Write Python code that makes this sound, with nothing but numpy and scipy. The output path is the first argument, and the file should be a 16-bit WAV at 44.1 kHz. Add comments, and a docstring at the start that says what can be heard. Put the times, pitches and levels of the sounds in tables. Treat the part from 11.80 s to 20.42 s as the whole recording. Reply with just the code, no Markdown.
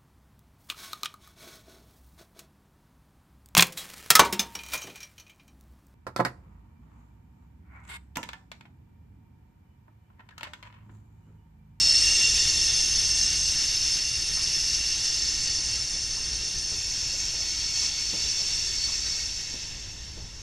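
"""On a railway curve at night, a long freight train of loaded flatcars rolls past a distant microphone.
Many wheels squeal at once, each ringing with its own notes, while their flanges (the lips that keep
them on the track) scrape the rail. Below lie the rumble of rolling and a few knocks from the cars.
Near the end the flanges press less hard, and the squeal and scrape die away."""
import sys
import numpy as np
from scipy import signal
from scipy.fft import rfft, irfft, next_fast_len
from scipy.io import wavfile
from scipy.ndimage import uniform_filter1d

SR = 44100
rng = np.random.default_rng(int(sys.argv[2]) if len(sys.argv) > 2 else 0)


def bounce(signal):
    """Save signal as a 16-bit WAV file at the path given by the first command-line argument."""
    frames = np.transpose(np.atleast_2d(signal))
    limited = np.clip(frames, -1, 1)
    pcm = np.round(limited * 32767).astype(np.int16)
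    wavfile.write(sys.argv[1], SR, pcm)


N = 380122
TIME, FREQS = np.arange(N) / SR, np.fft.rfftfreq(N, 1 / SR)


def amp(db):
    """Turns decibels into a gain to multiply by."""
    return 10 ** (np.asarray(db) / 20)


def evened(x):
    """Scales a signal to an average power of one."""
    return x / np.sqrt(np.mean(x ** 2) + 1e-20)


def ringing(modes):
    """Gain at every frequency for a body with these modes (the notes it likes to ring at)."""
    power = sum(amp(db) ** 2 / (1 + 2 * ((FREQS - hz) / width) ** 2) ** 2 for hz, width, db in modes)
    return np.sqrt(power)


def noise(gain):
    """Random vibration, shaped by a gain for every frequency."""
    size = next_fast_len(N)
    shape = np.interp(np.fft.rfftfreq(size, 1 / SR), FREQS, gain)
    return evened(irfft(rfft(rng.standard_normal(size)) * shape, size)[:N])


def drift(per_s, count=2048):
    """A smooth random wobble, about one in size, that swings up to about per_s times a second."""
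    hz = np.fft.rfftfreq(count, TIME[-1] / count)
    slow = irfft(rfft(rng.standard_normal(count)) / (1 + (hz / per_s) ** 4))
    return np.interp(TIME, np.linspace(0, TIME[-1], count), evened(slow))


def swell(start, length, edge_s):
    """Rises from 0 to 1 around the start, holds, and falls back around the end."""
    return np.clip(.5 + np.minimum(TIME - start, start + length - TIME) / edge_s, 0, 1)


def echoes(x, fade_s, echo_db):
    """Walls and cars scatter the sound into echoes that fall by 60 dB in fade_s."""
    taps = rng.choice([-1., 1.], SR) * (rng.random(SR) < 1 / 20)
    taps *= amp(-60 * TIME[:SR] / fade_s)
    tail = signal.oaconvolve(x, taps / np.linalg.norm(taps))[:N]
    return (x + amp(echo_db) * tail) / np.hypot(1, amp(echo_db))


def flange_push(db, follow, db_per_s):
    """Gain of a sound that follows the flanges' push on the rail and shifts steadily with time."""
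    # how hard the flanges press in the curve: t/s, force/dB
    push = [(0, -3), (0.35, -1), (0.7, -3.5), (1.25, -6), (1.9, -6.5), (2.45, -9), (2.8, -7.0), (3.7, -8),
            (4.05, -11), (4.7, -12), (5.6, -10.5), (6.8, -9.5), (7.3, -11.0), (7.8, -17), (8.1, -22.5),
            (8.62, -27)]
    # a flange bites and the steel briefly sounds louder: t/s, length/s, extra force/dB
    bites = [(1.367, 0.083, 2), (2.022, 0.15, 1.5), (5.944, 0.14, 3)]
    force_db = np.interp(TIME, *np.transpose(push))
    force_db += sum(extra * swell(start, length, edge_s=0.04) for start, length, extra in bites)
    return amp(db + follow * force_db + db_per_s * TIME)


def wheel_note(hz, spread_hz, waver=0.002017, grab_db=4.5, slip=0.49, doppler=.004, wheels=4):
    """One note on several wheels; each wavers in pitch, grabs the rail and lets go."""
    tones = np.zeros(N)
    centre = hz * (1 + doppler * (.5 - TIME / TIME[-1]))  # the pitch sinks a little as the wheels pass
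    for _ in range(wheels):
        pitch = centre * (1 + waver * drift(82.5)) + spread_hz * drift(18)
        grip = amp(grab_db * drift(12))
        tones += grip * np.sin(2 * np.pi * (np.cumsum(pitch) / SR + rng.random()))
    note = evened(echoes(tones, fade_s=0.6, echo_db=0.5))
    note += slip * noise(ringing([(hz, 3.3 * spread_hz, 0)]))  # sliding rings the same note loosely
    power = uniform_filter1d(note ** 2, size=4500)
    return note / np.sqrt(power + 1e-12)  # the wheels share one drive, so their total stays steady


def squeal(follow=0.97):
    """The wheels ring louder the harder the flanges press, and single notes flare up."""
    # the wheels' notes: f/Hz, spread among wheels/Hz, base level/dB, change/(dB/s)
    notes = [(2771, 13.86, -34, -1.4), (3540, 22, -45.5, -1.0), (4455, 30, -33.5, 0.11),
             (5358, 35, -24.5, -0.39), (6277, 34, -35, 0.15), (7210, 45, -41, 0.4),
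             (8117, 36, -39.5, -0.68), (9055, 42, -44, -0.75), (10866, 45, -57, -0.74)]
    # a wheel locks into one note, which flares: t/s, length/s, rise and fall/s, f/Hz, boost/dB
    flares = [(0.0, 0.2, 0.12, 5358, 6.5), (0.0, 0.23, 0.05, 4458, 5), (0.0, 0.37, 0.1, 8128, 5),
              (0.2, 4.8, 0.11, 6284, 7), (0.248, 0.11, 0.026, 2775, 7), (0.404, 0.076, 0.029, 2775, 10),
              (0.33, 0.7, 0.1, 3540, 10), (0.38, 0.42, 0.082, 7225, 7), (0.4, 3.2, 0.7, 10890, 13),
              (0.85, 0.84, 0.16, 6284, 3.5), (0.85, 0.45, 0.3, 9070, 5.5), (1.25, 0.53, 0.12, 8128, 5),
              (2.253, 0.12, 0.06, 2775, 5.5), (2.3, 0.41, 0.25, 9070, 8), (2.977, 0.16, 0.06, 2775, 3.5),
              (3.303, 0.93, 0.25, 7225, 5.5), (3.4, 0.49, 0.15, 4458, 4), (3.7, 1.4, 0.4, 9070, 8.5),
              (4.95, 0.55, 0.15, 7225, 4.5), (5.65, 1.9, 0.35, 4458, 4), (6.6, 0.35, 0.15, 8128, 3),
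              (6.996, 0.095, 0.06, 4458, 8.5)]
    pitches = np.transpose(notes)[0]
    boosts = np.zeros((len(notes), N))
    for start, length, edge_s, hz, db in flares:
        nearest = np.argmin(abs(pitches - hz))
        boosts[nearest] += db * swell(start, length, edge_s)
    return sum(flange_push(db + boost, follow, db_per_s) * wheel_note(hz, spread)
               for (hz, spread, db, db_per_s), boost in zip(notes, boosts))


def rub(loudness, modes, patchy_db=1.2):
    """Sliding steel rings a set of modes, in two groups that swell and fade separately."""
    groups = ringing(modes[::2]), ringing(modes[1::2])
    rubbing = sum(np.linalg.norm(gain) * noise(gain) * amp(patchy_db * drift(13.7)) for gain in groups)
    return flange_push(*loudness) * evened(rubbing)


def scrape(next_car_s=4.87, rise_s=0.099, judder_db=0.24):
    """Flanges, rail and grit grind together, joined later by the next car; one shaky grip moves all."""
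    # loudness of each part: base level/dB, dB per dB of force, change/(dB/s)
    flange = (-22, 0.95, 0.02)  # flange against the top of the rail
    rail = (-33.5, 0.75, 0.087)  # ringing rail and wheel frames
    grit = (-48, 0.71, -0.66)  # fine grit between wheel and rail
    next_car = (-26.5, 1.0, -0.056)  # its wheels are tuned a little differently
    # where each part rings: f/Hz, width/Hz, relative level/dB
    flange_modes = [(4456, 160, 0), (4720, 690, -5), (5280, 214, 3), (5544, 176, 4), (5820, 750, 0),
                    (6280, 180, -9), (6800, 260, -11.5), (7230, 400, -10.5), (7830, 220, -22),
                    (8007, 660, -17)]
    rail_modes = [(352, 174, -8.5), (705, 1120, -14), (1332, 110, -10.5), (1578, 200, -7), (1830, 128, 0.5),
                  (1996, 110, -4), (2213, 160, -0.5), (2730, 325, 3), (3090, 89, 0), (3257, 90, 3),
                  (3517, 135, 6), (3847, 240, 4), (4100, 240, -12.5)]
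    grit_modes = [(9077, 2200, -1), (9800, 130, 4), (10570, 301, 0.5), (11650, 306, 1), (12566, 190, -13),
                  (13683, 584, -18)]
    next_car_modes = [(955, 53, -17), (2213, 54, -6.5), (2600, 140, -4.5), (5540, 82, 4.5),
                      (6220, 120, -3.5), (6390, 126, 5), (6950, 44, -3.5), (7310, 170, -5),
                      (8330, 150, -18), (10300, 2900, -30.5), (11900, 343, -32)]
    steel = rub(flange, flange_modes) + rub(rail, rail_modes) + rub(grit, grit_modes)
    arrival = np.clip((TIME - next_car_s) / rise_s, 0, 1)
    steel += arrival * rub(next_car, next_car_modes)
    return steel * amp(judder_db * drift(40))


def moving_echoes(x, places=14):
    """The echo paths keep changing as the cars move along, each fading into the next."""
    times = np.linspace(0, TIME[-1], places)
    fades = (np.interp(TIME, times, here) for here in np.eye(places))
    return sum(echoes(x * fade, fade_s=0.18, echo_db=-7) for fade in fades)


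def rumble(lumpy_db=0.83):
    """Heavy wheels roll over uneven rail."""
    # loudness from the weight of the rolling cars: t/s, level/dB
    weight = [(0.0, -39), (1.3, -40), (2.3, -42.5), (4.4, -41), (6.2, -44), (8.62, -43)]
    # the rumble's deep tone: f/Hz, relative level/dB
    tone = [(15, -3), (30, -2), (40, -2), (52, 3), (75, -4), (115, -6.5), (150, -11.5), (230, -18.5),
            (350, -21.5), (600, -27.5), (980, -26), (1200, -31.5), (1600, -29.5), (12000, -55)]
    hz, db = np.transpose(tone)
    spectrum = amp(np.interp(np.log(FREQS + 1), np.log(hz), db))
    level_db = np.interp(TIME, *np.transpose(weight)) + lumpy_db * drift(14.0)
    return amp(level_db) * noise(spectrum)


def knocks(rise_s=0.0012, decay_s=0.041, boost_db=1):
    """Each blow sets off a short ring of steel, a thud of the car's deck and a thin clatter."""
    # couplers and decks knock: t/s, level before the boost/dB, f/Hz
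    blows = [(2.57, -45.5, 1120), (4.145, -54, 400), (4.36, -49.5, 1060), (4.61, -51, 348),
             (4.915, -47, 398), (5.333, -51, 450), (5.534, -51, 520), (5.60, -47, 635), (6.02, -50, 1000),
             (6.33, -39, 340), (6.457, -50, 392), (6.59, -48.5, 610), (7.086, -49, 1030),
             (7.734, -46.5, 370), (8.369, -45.5, 343)]
    out = np.zeros(N)
    for start, db, hz in blows:
        age = np.maximum(TIME - start, 0)
        strength = amp(db + boost_db) * (1 - np.exp(-age / rise_s)) * np.exp(-age / decay_s)
        steel, thud, clatter = (hz, 300, 0), (200, 100, -3), (2 * hz, 600, -13)  # f/Hz, width/Hz, dB
        out += strength * noise(ringing([steel, thud, clatter]))
    return out


def scene():
    """All the train's sounds reach one microphone, which feeds both channels."""
    train = squeal() + moving_echoes(scrape()) + rumble() + knocks()
    return np.array([train, train])


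def record(dry, cutoff_hz=15100):
    """Cuts away the very highest treble."""
    lowpass = signal.firwin(511, cutoff_hz, window=("kaiser", 9), fs=SR)
    return signal.oaconvolve(dry, lowpass[None], "same")


dry = scene()
out = record(dry)
bounce(out)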